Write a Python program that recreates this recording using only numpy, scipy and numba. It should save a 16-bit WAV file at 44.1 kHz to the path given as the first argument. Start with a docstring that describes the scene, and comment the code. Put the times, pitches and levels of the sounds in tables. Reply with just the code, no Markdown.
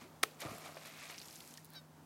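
"""A beaver slaps its tail on a pond and dives: the flat blow cracks (noise) and squeezes out an air pocket (resonances).
Reeds and banks scatter it as decaying noise. Moving and falling water is a patter of many small bubbles.
Closing air cavities gulp as damped sines rising in pitch; late drops tick as noise bursts amid a chirping drizzle.
A bird calls once, in harmonics and rasp, over a distant hum of town traffic: coloured noise and wavering drones."""
import sys
import numpy as np
from scipy import signal
from scipy.fft import rfft, irfft
from scipy.io import wavfile
from scipy.ndimage import uniform_filter1d
from numba import njit

SR = 44100
rng = np.random.default_rng(int(sys.argv[2]) if len(sys.argv) > 2 else 0)


def put_to_file(sound):
    """Save the sound as 16-bit audio at rate SR, in the file named by the first command-line argument."""
    columns = np.atleast_2d(sound).T  # one column per channel
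    safe = np.clip(columns, -1, 1)
    whole_steps = np.round(safe * 32767)
    wavfile.write(sys.argv[1], SR, whole_steps.astype(np.int16))


N = 90404

# distant town colour: f/Hz, level/dB
TOWN_COLOUR = [(25, -22), (55, -31), (88, -7), (120, -12), (160, -11.5), (200, -7.5), (285, -7),
               (400, -13.5), (840, -12.5), (1610, -19.5), (2400, -27.5), (16000, -33)]
# town drones: f/Hz, wander width/Hz, level/dB
DRONES = [(155.5, 2.8, -64.5), (95.8, 13.76, -85), (241.2, 10.5, -76)]
# common swelling of the drones: t/s, level/dB
DRONE_LEVEL = [(0, -8), (.16, 1.5), (.4, -4), (.72, 3.5), (1.02, -5.5), (1.4, -4), (1.75, 1), (2.05, 3)]
# masses of water moving or falling: peak t/s, rise/s, fall/s, slosh level/dB, spatter level/dB, fizz level/dB
SPLASHES = [(0.013, 0.011, 0.046, -58.5, -58, -65.5), (0.408, 0.0064, 0.01, -66, -49, -47),
            (.416, 0.0014, .017, -47.5, -44, -53), (0.455, 0.033, 0.047, -47, -51.5, -59.5),
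            (0.504, 0.054, 0.26, -53, -57.5, -58), (0.659, 0.033, 0.043, -50.5, -52, -62.5),
            (.769, 0.0017, 0.0086, -47.5, -49, -73), (.82, 0.026, 0.025, -61.5, -58, -62.5),
            (.858, 0.011, 0.04, -56, -53, -57), (1.05, 0.15, 0.11, -61, -52.5, -62.5),
            (1.1, 0.0029, 0.031, -53, -49.5, -56.5), (1.33, 0.35, 0.24, -80, -65, -59.5),
            (1.495, 0.12, 0.076, -84, -74, -61.5)]
# large bubbles, colour: f/Hz, level/dB
SLOSH_COLOUR = [(120, -34), (220, -11), (330, -7), (480, -5.5), (680, 1.5), (900, -9), (1200, 0.5),
                (1600, -12), (2600, -25)]
# drops, colour: f/Hz, level/dB
SPATTER_COLOUR = [(700, -15), (1400, -5.5), (2300, 2.5), (3100, -4), (4200, -4), (6000, -9.5),
                  (8500, -11.5)]
# fine spray, colour: f/Hz, level/dB
FIZZ_COLOUR = [(3000, -9.5), (5000, -5), (6500, -4.5), (9000, -5), (13000, -4), (16000, -17.5)]
# single bubbles and closing air cavities: t/s, f/Hz, level/dB, decay/s
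GULPS = [(.018, 240, -50.5, 0.022), (0.049, 347, -52.5, 0.023), (.451, 302, -38, 0.011),
         (.455, 124, -36.5, 0.0071), (.4583, 623, -40.5, .003), (.466, 559, -43, .012),
         (0.486, 97, -49, 0.026), (.516, 235, -40, 0.0056), (.532, 430, -49, .01),
         (0.543, 189, -47, 0.0096), (1.581, 1810, -49.5, 0.0043)]
# tail meeting water, edge then flat: t/s, crack level/dB, crack decay/s, air pocket level/dB
CONTACTS = [(.2317, -25, 0.0025, -27.5), (0.2354, -25.5, 0.0018, -12.5)]
# resonances of the air trapped under the tail: f/Hz, level/dB
POCKET_RESONANCES = [(80, -27), (210, -18.5), (380, -1), (560, -4.5), (790, -3.5), (950, -25), (1100, -0.5),
                     (1280, 5), (1530, -9), (1900, -0.5), (2300, -5.5), (2750, -16), (4300, -15),
                     (8000, -31), (15000, -29)]
# crack colour: f/Hz, level/dB
CRACK_COLOUR = [(150, -21), (500, 1), (950, -8), (1400, -8), (2300, 4), (5800, 0), (7200, -5.5),
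                (8800, 0.5), (10500, -4), (13000, -8), (16000, -21)]
# scatter from reeds and banks, colour: f/Hz, level/dB
BANKS_COLOUR = [(80, -19), (200, -27), (420, 10), (950, -11.5), (2400, -6), (6000, -14), (15000, -16.5)]
# single late drops: t/s, level/dB, centre f/Hz, decay/s
DROPS = [(.5835, -47, 11000, 0.00071), (1.099, -45, 1020, 0.0019), (1.145, -47, 2610, 0.0017),
         (1.1808, -43.5, 4250, 0.0009), (1.326, -54, 8000, 0.0015), (1.216, -49, 4630, 0.0062),
         (1.284, -48, 4670, 0.0022), (1.357, -47, 6000, 0.0023), (1.3642, -46, 6000, .0006),
         (1.405, -46.5, 4400, .003), (1.476, -49.5, 7100, 0.0022), (1.5397, -47, 5600, 0.0017),
         (1.5742, -48, 4900, 0.0046), (1.6465, -48.5, 10600, .0015), (1.654, -50, 12500, 0.0017),
         (1.7034, -50, 12800, 0.0012), (1.736, -49, 10700, .001)]
# drizzle of tiny ringing bubbles, colour: f/Hz, level/dB
DRIP_COLOUR = [(1800, -8), (3000, 1), (5000, 6.5), (8000, -2.5), (12000, -13), (15000, -1)]
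# bird call harmonics: multiple of the fundamental, level/dB
CALL_HARMONICS = [(2, -6), (3, -11.5), (4, -10.5), (5, 2.5), (6, -1.5), (7, -3.5), (8, -15)]
# bird rasp colour: f/Hz, level/dB
RASP_COLOUR = [(800, -8), (1600, -2), (2800, -12), (4200, -0.5), (5400, -15), (7000, -20), (14000, -14)]

TOWN_DB = -61.5
GULP_RISE_PER_S = 4.1  # share of the starting pitch
FIRST_TOUCH_DB = -44  # tail grazes the water just before the blow
NEAR_DB, NEAR_DECAY_S, FAR_DB, FAR_DECAY_S = -42.5, 0.0076, -50, 0.068
WATER_LOW_HZ = 69.5  # blow, splash and gulps carry little below this
DROP_WIDTH_DB = 9.5  # fall of a tick's spectrum one octave from centre
DRIP_DB, DRIP_PEAK_S, DRIP_RISE_S, DRIP_FALL_S = -60, 1.32, 0.55, 0.18
CALL_S, CALL_LENGTH_S, CALL_HZ, CALL_FALL_HZ, CALL_DB, RASP_DB = 1.749, 0.066, 788, 75, -54, -57
TOP_HZ = 15900


def undb(db):
    """Decibels to amplitude ratio."""
    return 10 ** (np.asarray(db) / 20)


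def unit(x):
    """Scale to rms 1."""
    return x / np.sqrt(np.mean(x ** 2) + 1e-20)


def clock():
    """Time of every sample, in seconds."""
    return np.arange(N) / SR


def spectrum_hz():
    """Frequency of every FFT bin, at least 1 Hz so that its log exists."""
    return np.maximum(np.arange(N // 2 + 1) * SR / N, 1)


def curve_gain(f_hz, hz, db):
    """Gain interpolated in dB over log frequency."""
    return undb(np.interp(np.log(f_hz), np.log(hz), db))


def colour(x, points):
    """Filter by a (Hz, dB) curve with 12 dB/octave skirts; the result has rms 1."""
    hz, db = np.array(points, float).T
    f_hz = spectrum_hz()
    skirts = np.minimum(f_hz / hz[0], 1) ** 2 * np.minimum(hz[-1] / f_hz, 1) ** 2
    return unit(irfft(rfft(x) * skirts * curve_gain(f_hz, hz, db), N))


def noise(points):
    """Coloured noise, rms 1."""
    return colour(rng.standard_normal(N), points)


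def swell(at_s, rise_s, fall_s):
    """Exponential rise to a peak of 1, then exponential fall."""
    t = clock() - at_s
    return np.exp(np.minimum(t / rise_s, -t / fall_s))


def walk(rate_hz):
    """Slow random wavering, rms 1."""
    hold = int(SR / rate_hz)
    steps = rng.standard_normal(N)[np.arange(N) // hold]
    return unit(uniform_filter1d(steps, hold))


@njit
def bubbles(at_s, hz, size, decay_s, rise_per_s):
    """Damped oscillations whose pitch climbs by the share rise_per_s each second."""
    out = np.zeros(N)
    for k in range(len(at_s)):
        first = int(at_s[k] * SR) + 1
        end = min(N, first + int(7 * decay_s[k] * SR))
        for i in range(max(first, 0), end):
            t = i / SR - at_s[k]
            cycles = hz[k] * t * (1 + rise_per_s[k] * t / 2)
            out[i] += size[k] * np.exp(-t / decay_s[k]) * np.sin(2 * np.pi * cycles)
    return out


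def patter(points, count, cycles, spread_db, glide):
    """Steady rain of small bubbles of very unequal size; glide = pitch rise per decay time."""
    when, pitch, strength, length, sign = rng.random((count, 5)).T
    low_hz, high_hz = points[0][0], points[-1][0]
    hz = low_hz * (high_hz / low_hz) ** pitch
    decay_s = cycles * (0.44 + length ** 2) / hz
    size_db = -spread_db * np.log(1 - .985 * strength)  # few large, many small
    size = undb(size_db) * np.sign(sign - .5) * hz
    return colour(bubbles(when * N / SR, hz, size, decay_s, glide / decay_s), points)


def ring(points):
    """Minimum-phase response of a resonant cavity to one sharp push, peak 1."""
    hz, db = np.array(points, float).T
    cepstrum = irfft(np.log(curve_gain(spectrum_hz(), hz, db)), N)
    # folding the cepstrum makes it causal
    cepstrum[1:N // 2] *= 2
    cepstrum[N // 2 + 1:] = 0
    response = irfft(np.exp(rfft(cepstrum)), N)
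    return response / np.abs(response).max()


def highpass(x, hz, order):
    """Butterworth bass cut."""
    return signal.sosfilt(signal.butter(order, hz, "high", fs=SR, output="sos"), x)


def town():
    """Soft far rumble; engine drones waver separately and swell together."""
    out = undb(TOWN_DB) * noise(TOWN_COLOUR) * undb(0.99 * walk(14))
    swelling_db = np.interp(clock(), *np.array(DRONE_LEVEL).T)
    for hz, width_hz, db in DRONES:
        phase = 2 * np.pi * np.cumsum(hz + width_hz / 2 * walk(24.33)) / SR
        drone = unit(np.sin(phase) * undb(1.3 * walk(11.9)))
        out = out + undb(db + swelling_db) * drone
    return out


def splash():
    """Every mass of water breaks into large bubbles, drops and fine spray; their powers add."""
    grains = [patter(SLOSH_COLOUR, count=3600, cycles=2.24, spread_db=2.5, glide=0.031),
              patter(SPATTER_COLOUR, count=7000, cycles=1.28, spread_db=1.0, glide=0.067),
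              patter(FIZZ_COLOUR, count=11000, cycles=1.2, spread_db=3.0, glide=0.014)]
    power = np.zeros((3, N))
    for at_s, rise_s, fall_s, *db in SPLASHES:
        power += (undb(db)[:, None] * swell(at_s, rise_s, fall_s)) ** 2
    return np.sum(np.sqrt(power) * grains, axis=0)


def gulps():
    """Pockets of air ring and rise in pitch as the water closes."""
    at_s, hz, db, decay_s = np.array(GULPS, float).T.copy()
    return bubbles(at_s, hz, undb(db), decay_s, np.full(len(at_s), float(GULP_RISE_PER_S)))


def slap():
    """Each contact cracks and rings the trapped air; reeds and banks return a short and a long tail."""
    crack, pocket = noise(CRACK_COLOUR), ring(POCKET_RESONANCES)
    out = undb(FIRST_TOUCH_DB) * crack * swell(CONTACTS[0][0] - .002, 0.00048, 0.0015)
    for at_s, crack_db, crack_decay_s, pocket_db in CONTACTS:
        out = out + undb(crack_db) * crack * swell(at_s, .0003, crack_decay_s)
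        out = out + undb(pocket_db) * np.roll(pocket, int(at_s * SR))
    flat_s = CONTACTS[-1][0]
    near = undb(NEAR_DB) * swell(flat_s, 0.00055, NEAR_DECAY_S)
    far = undb(FAR_DB) * swell(flat_s, .001, FAR_DECAY_S)
    return out + noise(BANKS_COLOUR) * (near + far)


def drops():
    """Late drops tick, each around its own pitch, among a sparse drizzle of tiny chirping bubbles."""
    drizzle = patter(DRIP_COLOUR, count=600, cycles=5, spread_db=4.0, glide=0.095)
    out = undb(DRIP_DB) * drizzle * swell(DRIP_PEAK_S, DRIP_RISE_S, DRIP_FALL_S)
    for at_s, db, hz, decay_s in DROPS:
        tick = noise([(hz / 2, -DROP_WIDTH_DB), (hz, 0), (2 * hz, -DROP_WIDTH_DB)])
        out = out + undb(db) * tick * swell(at_s, 0.00037, decay_s)
    return out


def bird():
    """Short nasal call: a raspy start, then a clean note of upper harmonics that sags."""
    u = np.clip((clock() - CALL_S) / CALL_LENGTH_S, 0, 1)  # progress through the call
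    pitch_hz = (CALL_HZ - CALL_FALL_HZ * u ** 1.8) * (1 + 0.0039 * walk(320))
    phase = 2 * np.pi * np.cumsum(pitch_hz) / SR
    shape = u * (1 - u) ** 2.27
    note = sum(undb(db) * np.sin(multiple * phase) for multiple, db in CALL_HARMONICS)
    rasp = noise(RASP_COLOUR) * swell(CALL_S + .004, 0.029, 0.023)
    return undb(CALL_DB) * note * shape / shape.max() + undb(RASP_DB) * rasp


def scene():
    """Sum of all sources, one channel; bass cut on blow, splash and gulps."""
    water = highpass(slap() + splash() + gulps(), WATER_LOW_HZ, order=4)
    return (water + drops() + bird() + town())[None]


def record(dry):
    """The recorder cuts the top: elliptic lowpass."""
    return signal.sosfilt(signal.ellip(8, .2, 70, TOP_HZ, fs=SR, output="sos"), dry)


dry = scene()
out = record(dry)
put_to_file(out)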